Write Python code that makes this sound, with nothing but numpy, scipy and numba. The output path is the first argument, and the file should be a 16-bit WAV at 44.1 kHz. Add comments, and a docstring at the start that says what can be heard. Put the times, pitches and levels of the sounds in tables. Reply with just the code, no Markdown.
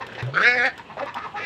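"""A low outdoor hush of flickering noise bands lies below, while the flock mutters short hoarse quacks
(throat pulses through resonances) and feet tap the wet concrete (clicks that make short modes ring).
Early on a foot plunges into the shallow pool: its air pocket is a sine tone that rises in a bloop.
Then a duck close by gives one long loud quack, rough pulses through a moving throat and bill.
More mutters and taps follow; scattered echoes place ducks and taps in a concrete pen."""
import sys
import numpy as np
from scipy import signal
from scipy.io import wavfile
from numba import njit

SR = 44100
rng = np.random.default_rng(int(sys.argv[2]) if len(sys.argv) > 2 else 0)


def nominal_scale(level):
    """Amplitude ratio for a level in decibels (scalar or array-like)."""
    x = np.asarray(level, float) / 20
    return 10 ** x


def digitize_waveform(pressure):
    """Quantize a signal to 16-bit integers and store it at the path in sys.argv[1].

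    Rows of a 2-D input are taken as channels; values are limited to [-1, 1].
    """
    field = np.atleast_2d(pressure).T
    bounded = np.clip(field, -1, 1)
    quanta = np.round(bounded * 32767).astype(np.int16)
    wavfile.write(sys.argv[1], SR, quanta)


N = 63945  # length in samples


def rms_one(x):
    """Scales a sound to an average strength (rms) of 1."""
    return x / np.sqrt(np.mean(x ** 2) + 1e-20)


def in_time(rows):
    """Draws straight lines between table rows; the first and last values are held outside them."""
    t, *columns = np.transpose(rows)
    return [np.interp(np.arange(N) / SR, t, column) for column in columns]


def drift(rate_hz):
    """Slow random wandering of spread 1: noise smoothed twice, made at every 40th sample."""
    r = np.exp(-80 * np.pi * rate_hz / SR)
    noise = rng.standard_normal(N // 40 + 2002)
    slow = signal.lfilter([1], [1, -2 * r, r * r], noise)[2000:]
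    return np.interp(np.arange(N) / 40, np.arange(len(slow)), rms_one(slow))


@njit
def two_pole(x, gain, a1, a2):
    """Resonator whose pitch can move sample by sample, fed by its own last two outputs."""
    y = np.zeros(len(x))
    for i in range(2, len(x)):
        y[i] = gain * (x[i] - x[i - 2]) + a1[i] * y[i - 1] - a2 * y[i - 2]
    return y


def resonance(x, hz, width_hz):
    """A hollow space favours sounds near its own pitch: peak of gain 1, fixed or moving."""
    r = np.exp(-np.pi * width_hz / SR)
    return two_pole(x, (1 - r * r) / 2, 2 * r * np.cos(2 * np.pi * hz / SR) + 0 * x, r * r)


def steep(x, hz, width_hz):
    """The same resonance twice in a row gives steeper sides; rms 1."""
    return rms_one(resonance(resonance(x, hz, width_hz), hz, width_hz))


JITTER, SHIMMER_DB, BREATH = .16, 4.0, 1.3  # jitter in cycles; all three grow with roughness
BREATH_GATE = .6  # how deeply each cycle swells and thins the breath


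def syrinx(pitch_hz, rough, chance):
    """A bird's voice organ: one pulse per cycle, uneven when rough, plus breath gated by each cycle."""
    n = len(pitch_hz)
    rough = np.clip(rough, 0, 1)
    cycle = np.cumsum(pitch_hz) / SR
    at = np.nonzero(np.diff(np.floor(cycle)))[0]
    late = JITTER * rough[at] ** 1.62 * chance[0, at]
    when = at + (np.ceil(cycle[at]) - cycle[at] + late) * SR / pitch_hz[at]
    when = np.clip(when, 0, n - 2)
    shimmer = nominal_scale(SHIMMER_DB * rough[at] * np.tanh(chance[1, at]))
    size = shimmer * np.sqrt(SR / pitch_hz[at])
    # a pulse between two samples is shared by both
    whole = when.astype(int)
    part = when - whole
    pulses = np.bincount(whole, size * (1 - part), n) + np.bincount(whole + 1, size * part, n)
    gate = 1 + BREATH_GATE * np.cos(2 * np.pi * cycle)
    breath = BREATH * rough * chance[2] * gate
    return (pulses + breath) / np.sqrt(1 + 0.26 * (BREATH * rough) ** 2)


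HUSH_DB, HUSH_PATCHY_DB = -45, 1.5  # rms level; size of the flicker
# colour of the outdoor noise: (f/Hz, relative level per Hz/dB)
HUSH_COLOUR = [(20, -46), (40, -10), (100, -2), (250, -4.5), (500, -7.5), (900, -6), (1800, -18),
               (3000, -12.5), (5000, -36), (7000, -32), (9000, -63), (15500, -30.5)]


def hush():
    """Outdoor noise in narrow bands, each flickering a little, partly together."""
    out, together = 0, drift(3.0)
    edges = 22 * 2 ** np.arange(0, 9.6, .4)
    colour_hz, colour_db = np.transpose(HUSH_COLOUR)
    white = rng.standard_normal((2, N + 8000))
    for k, (low, high) in enumerate(zip(edges, edges[1:])):
        band_pass = signal.butter(2, [low, high], "band", fs=SR, output="sos")
        band = signal.sosfilt(band_pass, white[k % 2])[8000:]
        db = np.interp(np.log(low * high) / 2, np.log(colour_hz), colour_db)
        flicker_db = HUSH_PATCHY_DB * (0.68 * together + drift(22.0))
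        out = out + band * nominal_scale(db + flicker_db)
    return nominal_scale(HUSH_DB) * rms_one(out)


SPLATTER_S = .005  # time in which the splatter fades to about a third
# feet on wet concrete, the third row being the foot's plunge into the pool: (t/s, relative level/dB, extra
# level of the modes below 2000 Hz/dB)
FOOT_TAPS = [(0.0667, -26.5, -10), (0.1296, -34, -23), (0.2248, -27, 3), (0.2643, -33, -13),
             (0.7782, -23, -14), (0.887, -52, -3), (1.0574, -30, -5), (1.143, -23, -28),
             (1.275, -42.5, -20)]
# what a tap rings with: (f/Hz, relative level/dB, time to fade by 60 dB/s)
CONCRETE_MODES = [(480, 15, 0.025), (950, 8, 0.0088), (1500, 28.5, 0.0065), (3100, 16.5, 0.0046),
                  (3460, 10, 0.0084), (4980, 2, 0.008), (6660, -6, 0.01), (7520, -10, 0.0095),
                  (11870, -12.5, .002), (13500, -23, .002)]


def taps():
    """A foot hits with one click and a short splatter; each tap rings the same modes in new strengths."""
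    out, t = np.zeros(N), np.arange(N) / SR
    splatter = rng.standard_normal(N) * (rng.random(N) < .08)
    spread_db = rng.normal(0, 2.5, (len(FOOT_TAPS), len(CONCRETE_MODES)))
    for k, (hz, mode_db, t60) in enumerate(CONCRETE_MODES):
        clicks = np.zeros(N)
        for (start, db, weight_db), change_db in zip(FOOT_TAPS, spread_db[:, k]):
            i = int(start * SR)
            since = t[:N - i]
            hit = 0.46 * splatter[i:] * np.exp(-since / SPLATTER_S) + .5 * (since == 0)
            clicks[i:] += nominal_scale(db + mode_db + change_db + weight_db * (hz < 2000) - 21.5) * hit
        r, w = nominal_scale(-60 / (t60 * SR)), 2 * np.pi * hz / SR
        out += signal.lfilter([0, np.sin(w)], [1, -2 * r * np.cos(w), r * r], clicks + 1e-18)
    return out


# air pocket of the plunging foot, rising as it nears the surface: (t/s, f/Hz, rms level/dB)
# its faint first row is also held from the start
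AIR_POCKET = [(.222, 117.4, -51), (.228, 116, -24.5), (.25, 123, -27.5), (.28, 128, -25.5),
              (.304, 130, -35.5), (.338, 147.7, -36), (.37, 165.3, -40.5), (.42, 192.4, -40),
              (.44, 173, -77)]


def bloop():
    """A pocket of air under the foot rings as a rising sine tone."""
    hz, db = in_time(AIR_POCKET)
    tone = np.sin(2 * np.pi * np.cumsum(hz) / SR)
    return np.sqrt(2) * nominal_scale(db) * tone * (db > -59.9)


RISE_SHARE, FALL_S = .22, .024  # rise as a share of the length; time to fall by 30 dB
ARCH = .06  # share by which pitch peaks mid-quack
THROAT_SAG_PER_S = 0.26  # the throat resonance sinks through each quack
FLOCK_WIDTH_HZ, FLOCK_CHEST_DB = 290, -15
# short quacks: (t/s, length/s, relative level/dB, peak pitch f/Hz, roughness (limited to 1),
# mid-quack throat f/Hz, open bill level/dB)
FLOCK_QUACKS = [(0.0, 0.04, -35.5, 249.5, 0.48, 950, -2.5), (0.062, 0.057, -50, 242, 1.23, 1480, 0),
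                (0.117, 0.014, -45, 243, 0.53, 1500, 1.5), (0.149, 0.003, -36.5, 261.5, 0.92, 3020, 4.5),
                (0.171, 0.05, -39.5, 249, 0.49, 820, 4), (0.266, 0.041, -38.5, 214.2, 0.7, 480, -13),
                (0.729, 0.023, -43, 242, 0.9, 1800, -8), (0.783, 0.024, -40.5, 237.3, 0.75, 950, -3),
                (0.844, 0.083, -56, 303, 0.4, 2630, -7), (0.885, 0.054, -41.5, 214.3, 0.41, 876, -10.5),
                (0.965, 0.027, -34, 211, 0.64, 615, -10.5), (0.984, 0.027, -35.5, 255.5, 0.6, 1120, -2.5),
                (0.995, 0.031, -31.5, 258.8, 0.37, 705, -39), (1.014, 0.032, -27.5, 285.8, 0.19, 494, -13),
                (1.057, 0.047, -35.5, 208.4, 0.6, 1040, -4), (1.147, 0.033, -31.5, 228.9, 0.56, 887, -12),
                (1.162, .04, -35, 257, 0.38, 1170, -4.5), (1.201, 0.07, -39, 428.9, 0.35, 1190, -4),
                (1.24, 0.059, -36.5, 214.8, 0.49, 962, -21), (1.332, 0.058, -34, 415.6, 0.3, 830, -30),
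                (1.346, 0.06, -38, 432.2, 0.34, 1196, 0.5), (1.365, 0.18, -39, 338.7, 0.28, 2384, 6),
                (1.385, 0.059, -42, 237.6, 0.6, 480, -40)]
# open-bill resonances: (f/Hz, width f/Hz, relative level/dB)
FLOCK_BILL_PEAKS = [(1800, 670, -1), (2617, 300, -8.5), (3575, 1210, -12), (5540, 1900, -25.5)]


def flock():
    """Short quacks: quick rise, hold with a sinking throat, fall; pitch arches and the bill opens."""
    out, chance = np.zeros(N + SR), rng.standard_normal((3, N + SR))
    for start, length, db, pitch_hz, rough, throat_hz, open_db in FLOCK_QUACKS:
        i, n = max(int(start * SR), 0), int((length + 4 * FALL_S) * SR)
        t = np.arange(n) / SR
        arched_hz = pitch_hz * (1 - ARCH * (2 * t / length - 1) ** 2).clip(.7)
        source = syrinx(arched_hz, rough + 0 * t, chance[:, i:i + n])
        rise = np.minimum(t / (RISE_SHARE * length), 1)
        fall = nominal_scale(-30 * np.clip(t - length + FALL_S / 2, 0, 1) / FALL_S)
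        source = source * rise * fall
        # neighbouring resonances take opposite signs
        bill = sum((-1) ** k * nominal_scale(d) * steep(source, hz, w)
                   for k, (hz, w, d) in enumerate(FLOCK_BILL_PEAKS))
        sagging_hz = throat_hz * (1 - THROAT_SAG_PER_S * (t - length / 2))
        throat = steep(source, sagging_hz, FLOCK_WIDTH_HZ)
        chest = nominal_scale(FLOCK_CHEST_DB) * steep(source, pitch_hz, 120)
        opening = nominal_scale(open_db) * np.minimum(2 * t / length, 1)
        voice = throat - opening * bill + chest
        out[i:i + n] += nominal_scale(db) * np.sqrt(length * SR / n) * voice
    return out[:N]


BILL_WIDTH_HZ, UPPER_BILL_HZ, UPPER_WIDTH_HZ = 350, 2230, 330
THROAT_WIDTH_HZ, CHEST_HZ, CHEST_DB = 300, 250, -19
HOLLOW_HZ, HOLLOW_WIDTH_HZ = 1000, 300  # partial dip between throat and bill
TREBLE_FLICKER_DB = 3.5
RASP_ROUGH = .8  # added roughness
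THROAT_ROUGH = 2.2  # throat roughness per roughness squared
# the loud quack; its faint first row is also held from the start:
# (t/s, relative level/dB, pitch f/Hz, roughness 0-1, throat level/dB, treble level/dB, bill f/Hz)
LOUD_QUACK = [(.336, -59, 172.2, 0.61, 10.5, -9.5, 1224), (.339, -37.5, 174.8, 0.78, -11.5, -18, 1290),
              (.366, -31.5, 186.4, 0.89, -8, -21.5, 1415), (.376, -19, 191.1, 0.49, -18, -29.5, 1420),
              (.398, -26, 193.4, 0.53, -12, -24.5, 1430), (.414, -21, 205, 0.54, -17.5, -24, 1350),
              (.434, -26, 214.4, 0.15, -5, -13.5, 1870), (.454, -16, 235, 0.1, -17, -27.5, 1563),
              (.482, -17.5, 243.7, 0, -8, -22, 1704), (.53, -25.5, 246.7, 0.13, -5.5, -19, 1580),
              (.57, -31, 253.9, 0.24, 4.5, -16.5, 1800), (.58, -23, 241, 0.07, -7.5, -22.5, 1800),
              (.626, -24, 243.3, 0.08, -4, -24, 1560), (.646, -22, 263.5, 0.31, -4.5, -26.5, 1710),
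              (.662, -24, 271, 0.16, -3, -12.5, 1800), (.682, -27, 247.3, 0.25, 0.5, -20.5, 1645),
              (.704, -45.5, 229.3, 0.34, -4, -12.5, 1700), (.725, -71, 232, 0.65, -7.5, -16, 1700)]
# second bill resonance, which opens with the bill: (t/s, level/dB)
UPPER_BILL_LEVEL = [(.34, -13), (.42, -26), (.47, 0), (.53, 0), (.58, -9), (.65, -9), (.7, -17)]
# throat resonance, rising as the neck stretches: (t/s, f/Hz)
THROAT_PATH = [(.35, 439), (.42, 473), (.5, 583), (.6, 571), (.67, 665)]
# first treble resonance, moving with the bill: (t/s, f/Hz)
TREBLE_PATH = [(.36, 3260), (.43, 3525), (.47, 3950), (.56, 3760), (.62, 3430), (.67, 3410)]
# treble resonances: (multiple of the first, width f/Hz, relative level/dB, added roughness)
TREBLE_PEAKS = [(.73, 380, 2, .03), (1, 380, 1, .03), (1.16, 450, -5, .08), (1.33, 500, -4, .1)]
# raspy top of the voice: (f/Hz, width f/Hz, relative level/dB)
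RASP_PEAKS = [(4270, 1450, -11.5), (5580, 640, -12.5), (6520, 330, -20.5), (8040, 370, -28.5)]


def loud_quack():
    """Syrinx pulses through chest, throat, moving bill and flickering treble resonances."""
    level, pitch, rough, throat, treble, bill = in_time(LOUD_QUACK)
    (upper,), (first_hz,), (throat_hz,) = map(in_time, (UPPER_BILL_LEVEL, TREBLE_PATH, THROAT_PATH))
    chance = rng.standard_normal((3, N))

    top = np.zeros(N)
    for k, (multiple, width_hz, db, added_rough) in enumerate(TREBLE_PEAKS):
        rougher = syrinx(pitch, rough + added_rough, chance)
        flicker = nominal_scale(db + TREBLE_FLICKER_DB * drift(13.0))
        top += (-1) ** k * flicker * steep(rougher, multiple * first_hz, width_hz)
    air = syrinx(pitch, rough + RASP_ROUGH, chance)
    for hz, width_hz, db in RASP_PEAKS:
        top += nominal_scale(db + TREBLE_FLICKER_DB * drift(15.0)) * steep(air, hz, width_hz)

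    source = syrinx(pitch, rough, chance)
    mouth = steep(source, bill, BILL_WIDTH_HZ)
    mouth = mouth - nominal_scale(upper) * steep(source, UPPER_BILL_HZ, UPPER_WIDTH_HZ)
    mouth = mouth / np.sqrt(1 + nominal_scale(2 * upper))  # keeps the total power of the two bill resonances steady

    throat_source = syrinx(pitch, THROAT_ROUGH * rough ** 2, chance)
    low = steep(throat_source, throat_hz, THROAT_WIDTH_HZ)
    low = low - nominal_scale(CHEST_DB) * steep(throat_source, CHEST_HZ, 200)

    voice = mouth + nominal_scale(throat) * low + nominal_scale(treble) * top
    hollow = signal.iirnotch(HOLLOW_HZ, HOLLOW_HZ / HOLLOW_WIDTH_HZ, SR)
    voice = signal.lfilter(*hollow, voice) + .7 * voice
    low_cut = signal.butter(4, CHEST_HZ * .8, "high", fs=SR, output="sos")
    return nominal_scale(level) * signal.sosfilt(low_cut, voice)


WALL_CUT_HZ = 6000
PEN_FIRST_ECHO_S, PEN_T60_S, PEN_DB, ECHOES_PER_S = .004, 0.18, -5, 990  # T60: time to fade by 60 dB


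def walls(x):
    """Scattered dull echoes from walls, floor and water, dying quickly."""
    t = np.arange(SR // 4) / SR
    scattered = rng.standard_normal(len(t)) * (rng.random(len(t)) < ECHOES_PER_S / SR)
    echoes = scattered * (t > PEN_FIRST_ECHO_S) * nominal_scale(-60 * t / PEN_T60_S)
    dulling = signal.butter(1, [500, WALL_CUT_HZ], "band", fs=SR, output="sos")
    dull = signal.sosfilt(dulling, x)
    return nominal_scale(PEN_DB) * signal.fftconvolve(dull, echoes / np.linalg.norm(echoes))[:N]


NEAR_DRIER_DB = -7  # the close duck stands further out of the echoes


def scene():
    """Ducks and taps with their echoes, plus the bloop and the hush without any."""
    duck, others = loud_quack(), flock() + taps()
    echoes = walls(nominal_scale(NEAR_DRIER_DB) * duck + others)
    return (duck + others + echoes + bloop() + hush())[None]


def low_pass(x):
    """Removes everything above the highest recorded frequency."""
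    return signal.sosfilt(signal.butter(12, 15800, fs=SR, output="sos"), x)


MIC_LOW_CUT_HZ = 55


def record(dry):
    """The microphone drops the deepest bass."""
    low_cut = signal.butter(2, MIC_LOW_CUT_HZ, "high", fs=SR, output="sos")
    mix = signal.sosfilt(low_cut, dry)
    return low_pass(mix)


dry = scene()
out = record(dry)
digitize_waveform(out)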